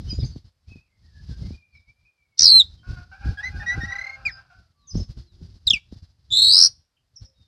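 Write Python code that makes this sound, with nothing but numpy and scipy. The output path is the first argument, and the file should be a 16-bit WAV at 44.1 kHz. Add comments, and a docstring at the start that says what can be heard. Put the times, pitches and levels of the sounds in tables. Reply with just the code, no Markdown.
"""Wind hisses in the leaves and thumps on a phone's microphone while small birds chirp in a yard.
A thin far whistle wavers, then a caged songbird close by gives a loud warble, two tones swinging and mixing.
Two roosters, pulses shaped by a throat, crow far off as the songbird adds plain notes and a quick climbing trill.
Its falling chirps and a second loud warble follow, and the small birds chirp again.
Throughout, the phone's suppressor lets more of the yard's hiss through when something louder sounds."""
import sys
import numpy as np
from scipy import signal
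from scipy.fft import rfft, irfft, next_fast_len
from scipy.io import wavfile
from scipy.ndimage import uniform_filter1d, map_coordinates

SR = 44100
rng = np.random.default_rng(int(sys.argv[2]) if len(sys.argv) > 2 else 0)


def gain_from_db(level_db):
    """Convert decibel levels to linear amplitude factors (20 dB per decade)."""
    decades = np.asarray(level_db, float) / 20
    return 10 ** decades


def output_pcm(signal):
    """Save a mono or channel-first signal as 16-bit PCM at the path in sys.argv[1].

    Samples are clipped to [-1, 1] before scaling.
    """
    pcm = np.clip(np.atleast_2d(signal).T, -1, 1) * 32767
    wavfile.write(sys.argv[1], SR, np.round(pcm).astype(np.int16))


N = 329427  # length in samples

# how strongly the songbird's beak lets each pitch out: (frequency [Hz], gain [dB])
BEAK_GAIN = [(700, -16), (1500, -5.5), (3500, -1), (4200, -0.5), (5600, 8), (6600, -3.5), (7700, -0.5),
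             (9300, 0), (10300, -13), (12000, -0.5), (13500, -12.5), (15000, -28)]


def unit(x):
    """Scales a sound to rms 1."""
    return x / np.sqrt(np.mean(x ** 2) + 1e-20)


def along(points, hz):
    """Reads a curve of (frequency [Hz], value) points on a log frequency axis."""
    f, v = np.transpose(points)
    return np.interp(np.log(hz + 1), np.log(f + 1), v)


def span(rows):
    """Gives a table's first sample, and one value per sample for each column after the time."""
    s, *cols = np.transpose(rows)
    at = np.arange(round(s[0] * SR), min(round(s[-1] * SR), N))
    return at[0], [np.interp(at / SR, s, c) for c in cols]


def wobble(n, rate):
    """A smooth random curve of n samples through rate random points a second."""
    knots = rng.standard_normal(int(n * rate / SR) + 4)
    return map_coordinates(knots, [np.arange(n) * rate / SR])


def filtered(x, gain):
    """Multiplies the spectrum by a gain per frequency."""
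    m = next_fast_len(N + 8192)
    return irfft(rfft(x, m) * gain(np.fft.rfftfreq(m, 1 / SR)), m)[..., :N]


def turns(hz):
    """Adds a pitch curve up to a running phase, and gives short fades (1.5 ms) for its two ends."""
    k = np.arange(len(hz))
    phase = 2 * np.pi * np.cumsum(hz) / SR
    return phase, np.minimum(1, np.minimum(k, k[::-1]) / (0.0015 * SR))


def echoes(x, t60):
    """Blurred echoes: noise tails of energy 1 that fade 60 dB in t60 seconds, redrawn every quarter second."""
    t, hop = np.arange(SR // 2) / SR, SR // 4
    out = np.zeros(N + 2 * SR)
    for i in range(0, N, hop):
        tail = rng.standard_normal(len(t)) * gain_from_db(-60 * t / t60)
        wet = signal.fftconvolve(x[i:i + hop], tail / np.linalg.norm(tail))
        out[i:i + len(wet)] += wet
    return out[:N]


def leaves():
    """The patchy hiss of leaves and a far chorus of birds: noise with a shaped spectrum."""
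    # colour of the hiss: (frequency [Hz], relative level per Hz [dB])
    yard_colour = [(290, -39.5), (500, -7.5), (561, -8), (696, -9), (1220, -12), (1530, -10.5),
                   (2430, -15.5), (4910, 0), (7340, -22), (13800, -32.5), (15500, -48)]
    hiss = unit(filtered(rng.standard_normal(N), lambda hz: gain_from_db(along(yard_colour, hz))))
    return gain_from_db(-52 + 0.83 * wobble(N, 34)) * hiss


def wind():
    """Lumpy low noise swells in gusts, each with a sharp slap of short low tones on the microphone port."""
    # rumble between gusts, before its random swelling: (time [s], level [dB])
    breeze = [(0.0, -30), (0.19, -37.5), (0.31, -30.5), (0.48, -72), (1.14, -55.5), (1.41, -38.5),
              (1.58, -59.5), (2.29, -78), (2.56, -51.5), (3.7, -42.5), (4.87, -63.5), (5.06, -49),
              (6.2, -58.5), (6.49, -41), (6.87, -73), (7.47, -59)]
    # gusts on the port: (time [s], hold [s], rumble level [dB], slap strength [dB])
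    gusts = [(0.009, 0.052, -32, -33), (.129, 0.01, -22, -21), (0.189, 0.007, -17.5, -24),
             (0.234, 0.01, -14, -20), (.361, 0.0082, -27, -19.5), (0.448, 0.019, -43, -64),
             (0.687, 0.03, -41, -55), (.719, .01, -56, -34), (0.758, .015, -38, -30),
             (1.056, 0.018, -54.5, -70), (1.295, 0.022, -27.5, -24), (1.415, 0.06, -25, -54),
             (1.507, 0.039, -33, -18.5), (1.737, 0.028, -55, -67), (1.887, .02, -54, -64),
             (2.41, 0.062, -37.5, -32.5), (2.881, 0.055, -26.5, -56), (2.974, 0.037, -36, -60),
             (3.257, 0.06, -21, -17.5), (3.546, 0.053, -27, -30.5), (3.776, 0.005, -16.5, -24.5),
             (3.834, 0.0075, -25.5, -17), (4.262, 0.036, -38, -58), (4.558, 0.028, -50.5, -65),
             (4.954, 0.063, -16.5, -7.5), (5.098, 0.011, -29, -55), (5.174, 0.028, -31.5, -31),
             (5.414, 0.028, -31.5, -31.5), (5.546, .02, -39, -60), (5.672, 0.048, -36, -49.5),
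             (5.734, 0.035, -39, -22), (5.925, 0.0065, -36, -20), (5.961, 0.0077, -38, -36),
             (6.03, 0.007, -42.5, -62), (6.318, 0.027, -33, -38), (7.22, 0.012, -36, -68)]
    # colour of the rumble: (frequency [Hz], relative level per Hz [dB])
    rumble_colour = [(21, -30), (36, 4.5), (65, 8), (86, 6), (283, -22), (458, -33), (508, -39.5),
                     (800, -48), (1040, -71.5), (1760, -120)]
    rise, fall = 904, 601  # how fast a gust swells and dies [dB/s]
    crackle_hz, crackle_growth = 340, 1.751  # band centre [Hz], dB of crackle per dB of rumble

    s, db = np.transpose(breeze)
    now = np.arange(N) / SR
    db = np.interp(now, s, db) + 5 * wobble(N, 20)
    for s, hold, gust_db, _ in gusts:
        before, after = np.maximum(s - now, 0), np.maximum(now - s - hold, 0)
        db = np.maximum(db, gust_db - rise * before - fall * after)

    rumble = unit(filtered(rng.standard_normal(N), lambda hz: gain_from_db(along(rumble_colour, hz))))
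    lumpy = unit(gain_from_db(1.4 * wobble(N, 28)) * rumble)
    out = np.pad(gain_from_db(db) * lumpy, (0, SR))

    # harder wind is brighter: the crackle grows faster than the rumble
    crackle = unit(filtered(rng.standard_normal(N),
                            lambda hz: np.exp(-np.log(hz / crackle_hz + 1e-9) ** 2 / 0.32)))
    out[:N] += gain_from_db(-16 + crackle_growth * db + 4.4 * wobble(N, 90)) * crackle

    t = np.arange(SR // 10) / SR
    slap = np.sin(2 * np.pi * 210 * t) * gain_from_db(-60 * t / 0.02)
    push = gain_from_db(-16) * np.sin(2 * np.pi * 85 * t) * gain_from_db(-60 * t / 0.008)  # bass under the slap
    onset = 1 - np.exp(-t / 0.0011)
    for (s, _, _, slap_db), sign in zip(gusts, rng.choice([-1, 1], len(gusts))):
        out[round(s * SR):][:len(t)] += sign * gain_from_db(slap_db) * onset * (slap + push)
    return out[:N]


def small_birds():
    """Gliding sines, shaken in pitch and soaked in echoes, make the chirps of other birds."""
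    # calls around the yard, the lowest a dove:
    # (time [s], length [s], first pitch [Hz], last pitch [Hz], relative level [dB])
    chirps = [(.0, 0.024, 4630, 4300, -80), (.07, 0.06, 5940, 6380, -58.5), (0.062, 0.061, 2960, 3180, -56),
              (0.089, 0.042, 5140, 4800, -37.5), (0.089, 0.037, 2710, 2400, -60),
              (0.138, 0.035, 5000, 4800, -63), (0.121, .05, 6720, 7000, -62),
              (0.182, 0.044, 5230, 4800, -47.5), (0.196, 0.019, 3700, 3650, -49),
              (0.214, 0.03, 2195, 2150, -62), (0.226, 0.034, 4350, 5000, -46.5),
              (0.241, 0.03, 6300, 6370, -54.5), (0.31, 0.042, 4560, 4440, -60.5),
              (1.69, .125, 4910, 3450, -78), (1.738, .05, 5350, 5250, -71), (2.757, 0.074, 3230, 3120, -74),
              (4.298, .06, 5200, 4820, -48.5), (4.708, 0.41, 1165, 1116, -79),
              (4.75, .16, 4650, 3200, -77.5), (4.869, 0.039, 6460, 5800, -48),
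              (4.902, 0.023, 5140, 5000, -44), (4.945, 0.027, 5595, 5100, -48),
              (4.953, 0.033, 5660, 6400, -50), (4.994, 0.027, 5320, 5100, -48),
              (5.08, .2, 313.5, 356, -69.5), (5.291, .25, 345, 395, -72), (5.2, 0.17, 4950, 3240, -77.5),
              (5.87, 0.11, 4005, 3500, -76.5), (5.948, 0.05, 5180, 4850, -79),
              (6.965, .012, 3800, 2600, -68.5), (7.157, 0.021, 6100, 5000, -47),
              (7.244, 0.022, 5905, 5000, -55), (7.18, .2, 553, 519, -78), (7.335, 0.15, 3820, 3600, -72)]
    blur_cycles = 3.4  # pitch blur [Hz] times length [s]: short chirps are rough, long glides clean
    dry = np.zeros(N + SR)
    for s, length, first_hz, last_hz, db in chirps:
        u = np.linspace(0, 1, round(length * SR))
        blur_hz = blur_cycles / length * wobble(len(u), 280)
        phase = turns(first_hz + (last_hz - first_hz) * u + blur_hz)[0]
        swell = np.sin(np.pi * u ** 1.3) ** 0.85
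        dry[round(s * SR):][:len(u)] += 2 * gain_from_db(db) * swell * np.sin(phase)
    return dry[:N] + gain_from_db(-1.5) * echoes(dry[:N], 0.21)


def whistler():
    """A thin far whistle: a sine that wavers in pitch and strength, with strong echoes."""
    # one list for each of three breaths: (time [s], pitch [Hz])
    breaths = [
        [(.66, 2300), (.69, 2490), (.86, 2560), (.885, 2200), (.97, 2100)],
        [(1.03, 1850), (1.25, 1620), (1.36, 1600)],
        [(1.43, 2100), (1.6, 2450), (1.72, 2420), (1.76, 2300), (2.05, 2360), (2.1, 2480), (2.2, 2320),
         (2.36, 2200)],
    ]
    # one for each breath: (relative level [dB])
    breath_db = (-60, -68, -62)
    dry = np.zeros(N)
    for rows, db in zip(breaths, breath_db):
        i, (hz,) = span(rows)
        phase, ends = turns(hz + 55 * wobble(len(hz), 70))
        strength = np.sqrt(2) * gain_from_db(db + 7 * wobble(len(hz), 30)) * ends
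        dry[i:i + len(hz)] = strength * np.sin(phase)
    return dry + gain_from_db(3) * echoes(dry, .2)


def two_voices(hz, steady_hz, db, throb_db, bright_db):
    """Half of the syrinx swings and throbs, half holds a lower pitch; sums and differences sound too."""
    # tones made by the two: (multiple of swinging voice, multiple of steady voice, relative level [dB])
    mixing = [(1, 0, -1.5), (0, 1, -17), (1, -1, -21), (2, -1, -36.5), (1, 1, -24), (2, 0, -30.5),
              (3, 0, -46), (2, 1, -40), (1, 2, -40)]
    phase, ends = turns(hz + 12 * wobble(len(hz), 400))
    unsteady_hz = .12 * np.abs(hz.mean() - steady_hz) * wobble(len(hz), 300)
    steady = turns(steady_hz + unsteady_hz)[0]
    tones = np.zeros(len(hz))
    for a, b, level in mixing:
        throb_share = np.clip(a, .65, 1) + 1.5 * (a + b == 0)  # equal-and-opposite mixes throb most
        beak_db = along(BEAK_GAIN, np.abs(a * hz + b * steady_hz))
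        tone_db = level + bright_db * (a + b > 1) + throb_share * throb_db + beak_db
        tones += gain_from_db(tone_db) * np.sin(a * phase + b * steady)
    # air rasps in wide swings
    air = np.convolve(rng.standard_normal(len(hz)), np.hanning(29), "same")
    tones += gain_from_db(-30 + .4 * throb_db) * (hz - steady_hz) / 1500 * air * np.sin(phase)
    return gain_from_db(db + 1.8 * wobble(len(hz), 300)) * ends * np.sqrt(2) * tones


def syrinx(hz, db):
    """A near sine with weak overtones; the beak sets how strongly each pitch comes out."""
    # (multiple of the pitch, relative level [dB])
    overtones = [(1, 5), (2, -16.5), (3, -26.5), (4, -51), (5, -40.5), (6, -42.5)]
    phase, ends = turns(hz + 12 * wobble(len(hz), 400))
    breath = gain_from_db(db + 1.2 * wobble(len(hz), 300)) * ends * np.sqrt(2)
    return breath * sum(gain_from_db(level + along(BEAK_GAIN, k * hz)) * np.sin(k * phase) for k, level in overtones)


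def trill():
    """Note rows of a quickening trill: each note climbs, fades a little and starts with a flick from above."""
    start_s, start_hz, start_db, note_s = 3.919, 1957, -27, 0.018
    step_hz, step_db, flick_hz = 25.35, -.8, 90
    gap_s, lag_s = .026, .016  # spacing once up to speed; time lost while it speeds up
    notes = []
    for k in range(7):
        s = start_s + gap_s * k + lag_s * (1 - .5 ** k)
        hz = start_hz + step_hz * k
        notes.append((s, note_s, hz + flick_hz, hz, hz + step_hz, start_db + step_db * k))
    return notes


def songbird():
    """Warbles swing in pitch about 70-115 times a second, notes glide; near walls and the yard answer."""
    # one list per warble: (time [s], centre pitch [Hz], relative level [dB], swing about the centre [Hz])
    warbles = [
        [(2.372, 4900, -45.5, 950), (2.383, 5100, -33, 1050), (2.388, 5032, -12, 1150),
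         (2.42, 5100, -11.5, 1000), (2.47, 4410, -8, 480), (2.54, 4183, -7.5, 80), (2.585, 4093, -7.5, 23),
         (2.611, 3708, -3, 30), (2.62, 3432, -23.5, 20)],
        [(6.304, 3557, -35, 120), (6.325, 3673, -17.5, 220), (6.39, 3910, -11, 294.1),
         (6.505, 4153, -10.5, 318.8), (6.53, 4400, -11, 525.8), (6.6, 4687, -11, 720), (6.668, 4950, -11, 739),
         (6.68, 4800, -38, 600)],
    ]
    # wider swings come slower, one row per warble:
    # (swing rate when narrow [1/s], slowing per kHz of swing [1/s])
    paces = [(96, 21), (120, 48)]
    # overtones of each warble, the beak gaping wider in the second: (added level [dB])
    gape_db = (-5, 4.5)
    # plain notes: (time [s], length [s], first, middle and last pitch [Hz], relative level [dB])
    plain_notes = [(3.372, 0.044, 1710, 1640, 1810, -33.5), (3.428, 0.068, 1872, 2032, 2024, -28),
                   (3.596, 0.039, 1910, 1786, 1950, -37), (3.66, 0.095, 1889, 1952, 2004, -24.5),
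                   (3.803, 0.059, 1905, 1860, 2020, -30.5), (3.87, 0.061, 1870, 1934, 1910, -35.5),
                   (4.117, 0.046, 2137, 2150, 2130, -38.5), (4.252, 0.062, 2478, 2201, 1370, -25),
                   (5.668, .012, 5233, 4166, 3823, -34.5), (5.671, .022, 4178, 3680, 3560, -15.5),
                   (5.7, 0.0044, 5917, 5130, 4754, -27.5), (5.704, 0.014, 3793, 3282, 3186, -11.5),
                   (5.732, 0.023, 3105, 2598, 2486, -18.5), (5.754, 0.025, 2567, 2346, 2240, -31)]
    # echoes off the cage roof and house wall: (delay [s], level [dB])
    walls = [(.0012, -17), (.0031, -19), (.0062, -19), (.0094, -21), (.015, -22)]

    dry = np.zeros(N)
    for rows, (narrow, slower), bright_db in zip(warbles, paces, gape_db):
        i, (hz, db, swing_hz) = span(rows)
        swing_khz = swing_hz / 1000
        throb_depth = 18 * np.abs(swing_khz) ** 2.6  # [dB], steeply deeper in wide swings
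        # no two swings quite alike
        cycle = turns(narrow - slower * swing_khz)[0] - 2.8 + 0.48 * wobble(len(hz), 70)
        pitch = hz + swing_hz * (np.cos(cycle) + 0.13 * np.cos(2 * cycle))  # peaks sharper than troughs
        # loudest after the top, later in wide swings
        throb_db = throb_depth * (np.cos(cycle - .4 - 0.61 * swing_khz ** 2) - 1) / 2
        # the steady voice nears the other as the swings narrow
        below = hz - np.maximum(1.6 * swing_hz - 400, 120)
        dry[i:i + len(hz)] = two_voices(pitch, below, db, throb_db, bright_db)

    for s, length, first_hz, middle_hz, last_hz, db in plain_notes + trill():
        u = np.linspace(0, 1, round(length * SR))
        # a parabola through the three pitches
        bow = 4 * u * (1 - u) * (middle_hz - (first_hz + last_hz) / 2)
        pitch = first_hz + (last_hz - first_hz) * u + bow
        drop = 1 - last_hz / first_hz
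        lean = np.clip(.95 - 2.6 * drop, .42, 1.05)  # falling notes start abruptly
        roundness = np.clip(.7 + 2.5 * drop, .55, 1.3)  # level notes are flat-topped
        swell = np.sin(np.pi * u ** lean) ** roundness
        dry[round(s * SR):][:len(u)] += swell * syrinx(pitch, db)

    near = sum(gain_from_db(db) * np.pad(dry, (round(s * SR), 0))[:N] for s, db in walls)
    close = gain_from_db(-17) * echoes(dry, .12)
    return dry + near + close + gain_from_db(-31) * echoes(dry, .3)


def roosters():
    """Uneven pulses add lines between the overtones; rasp is noise gated by the pulses; a throat colours both."""
    # one list per syllable of two far roosters: (time [s], pitch [Hz], relative level [dB])
    syllables = [
        [(2.83, 724.6, -61.5), (2.97, 735, -54.5), (3.08, 751.5, -70)],
        [(3.115, 773.2, -49.5), (3.2, 810.5, -51.5), (3.75, 805.6, -51.5), (4.32, 788.8, -54.5),
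         (4.46, 760, -63)],
        [(3.24, 768.2, -64), (3.6, 740, -62.5), (3.92, 662.7, -64), (4.44, 680, -70)],
        [(4.5, 745, -55), (4.65, 660, -67), (4.72, 642, -93)],
    ]
    # one per syllable: (cycles in each repeating group of uneven pulses)
    group_cycles = (2, 3, 2, 2)
    # unevenness of the pulses, one row per syllable: (at the start [0-1], at the end [0-1])
    unevenness = [(0.97, 0.68), (0, .9), (.05, .1), (0.32, 0.18)]
    # resonances of the throat: (frequency [Hz], gain [dB])
    throat = [(400, -27), (570, 1.5), (800, -2), (1100, 0.5), (1500, 13), (1900, -6.5), (2700, 1.5),
              (3500, -22), (5000, -11), (7000, -36.5)]
    rasp_share = .3
    dry = np.zeros(N)
    for rows, cycles, (first, last) in zip(syllables, group_cycles, unevenness):
        i, (hz, db) = span(rows)
        uneven = np.linspace(first, last, len(hz))
        phase, ends = turns(hz + 18 * wobble(len(hz), 60))
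        pulses = np.exp(4 * (np.cos(phase) - 1)) * (1 + uneven * np.cos(phase / cycles))
        tone = unit(pulses - pulses.mean())
        rasp = unit(pulses * rng.standard_normal(len(hz)))
        voice = (1 - rasp_share) * tone + 2.7 * rasp_share * rasp
        dry[i:i + len(hz)] += gain_from_db(db + 5.1 * wobble(len(hz), 25)) * ends * voice
    dry = filtered(dry, lambda hz: gain_from_db(along(throat, hz)))
    return dry + gain_from_db(1.5) * echoes(dry, 0.36)


def opening_db(loud):
    """The suppressor opens with the smoothed level of the loud sounds and shuts in the lulls."""
    power = uniform_filter1d(loud ** 2, 900, origin=300)  # mostly the sound just past
    power = uniform_filter1d(power, 300)
    level_db = 10 * np.log10(np.abs(power) + 1e-9)
    return np.clip(level_db, -75, -26) + 24


def scene():
    """Faint sounds pass as the suppressor opens; left and right differ slightly, mostly in the treble."""
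    # side (left-right difference) against mid (what both share): (frequency [Hz], gain [dB])
    width = [(300, -60), (3400, -50), (4000, -16), (8000, -13), (15000, -11)]
    crows = roosters()
    loud = songbird() + wind()
    open_db = opening_db(loud + crows)
    floor = gain_from_db(-81.5) * unit(filtered(rng.standard_normal(N), lambda hz: 1 / (1 + hz / 2000)))
    faint = gain_from_db(0.67 * open_db) * leaves()
    faint += gain_from_db(0.42 * open_db) * whistler()
    faint += gain_from_db(0.33 * (open_db + 8)) * crows
    mid = loud + faint + small_birds() + floor
    side = filtered(echoes(mid, .04), lambda hz: gain_from_db(along(width, hz)))
    return np.array([mid + side, mid - side])


def band_limit(x):
    """A steep low-pass at the top of the band."""
    return signal.sosfilt(signal.butter(12, 15750, fs=SR, output="sos"), x)


def record(dry):
    """Rounds off the loudest peaks, thins the deepest bass and top treble, and cuts at a band limit."""
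    def band(hz):
        bass_cut = hz ** 2 / (hz ** 2 + 42 ** 2)
        treble_cut = 1 / (1 + (hz / 14000) ** 16)
        return (hz < 15750) * bass_cut * treble_cut

    rounded = dry / (1 + np.abs(dry / .92) ** 6) ** (1 / 6)
    mix = filtered(rounded, band)
    return band_limit(mix)


dry = scene()
out = record(dry)
output_pcm(out)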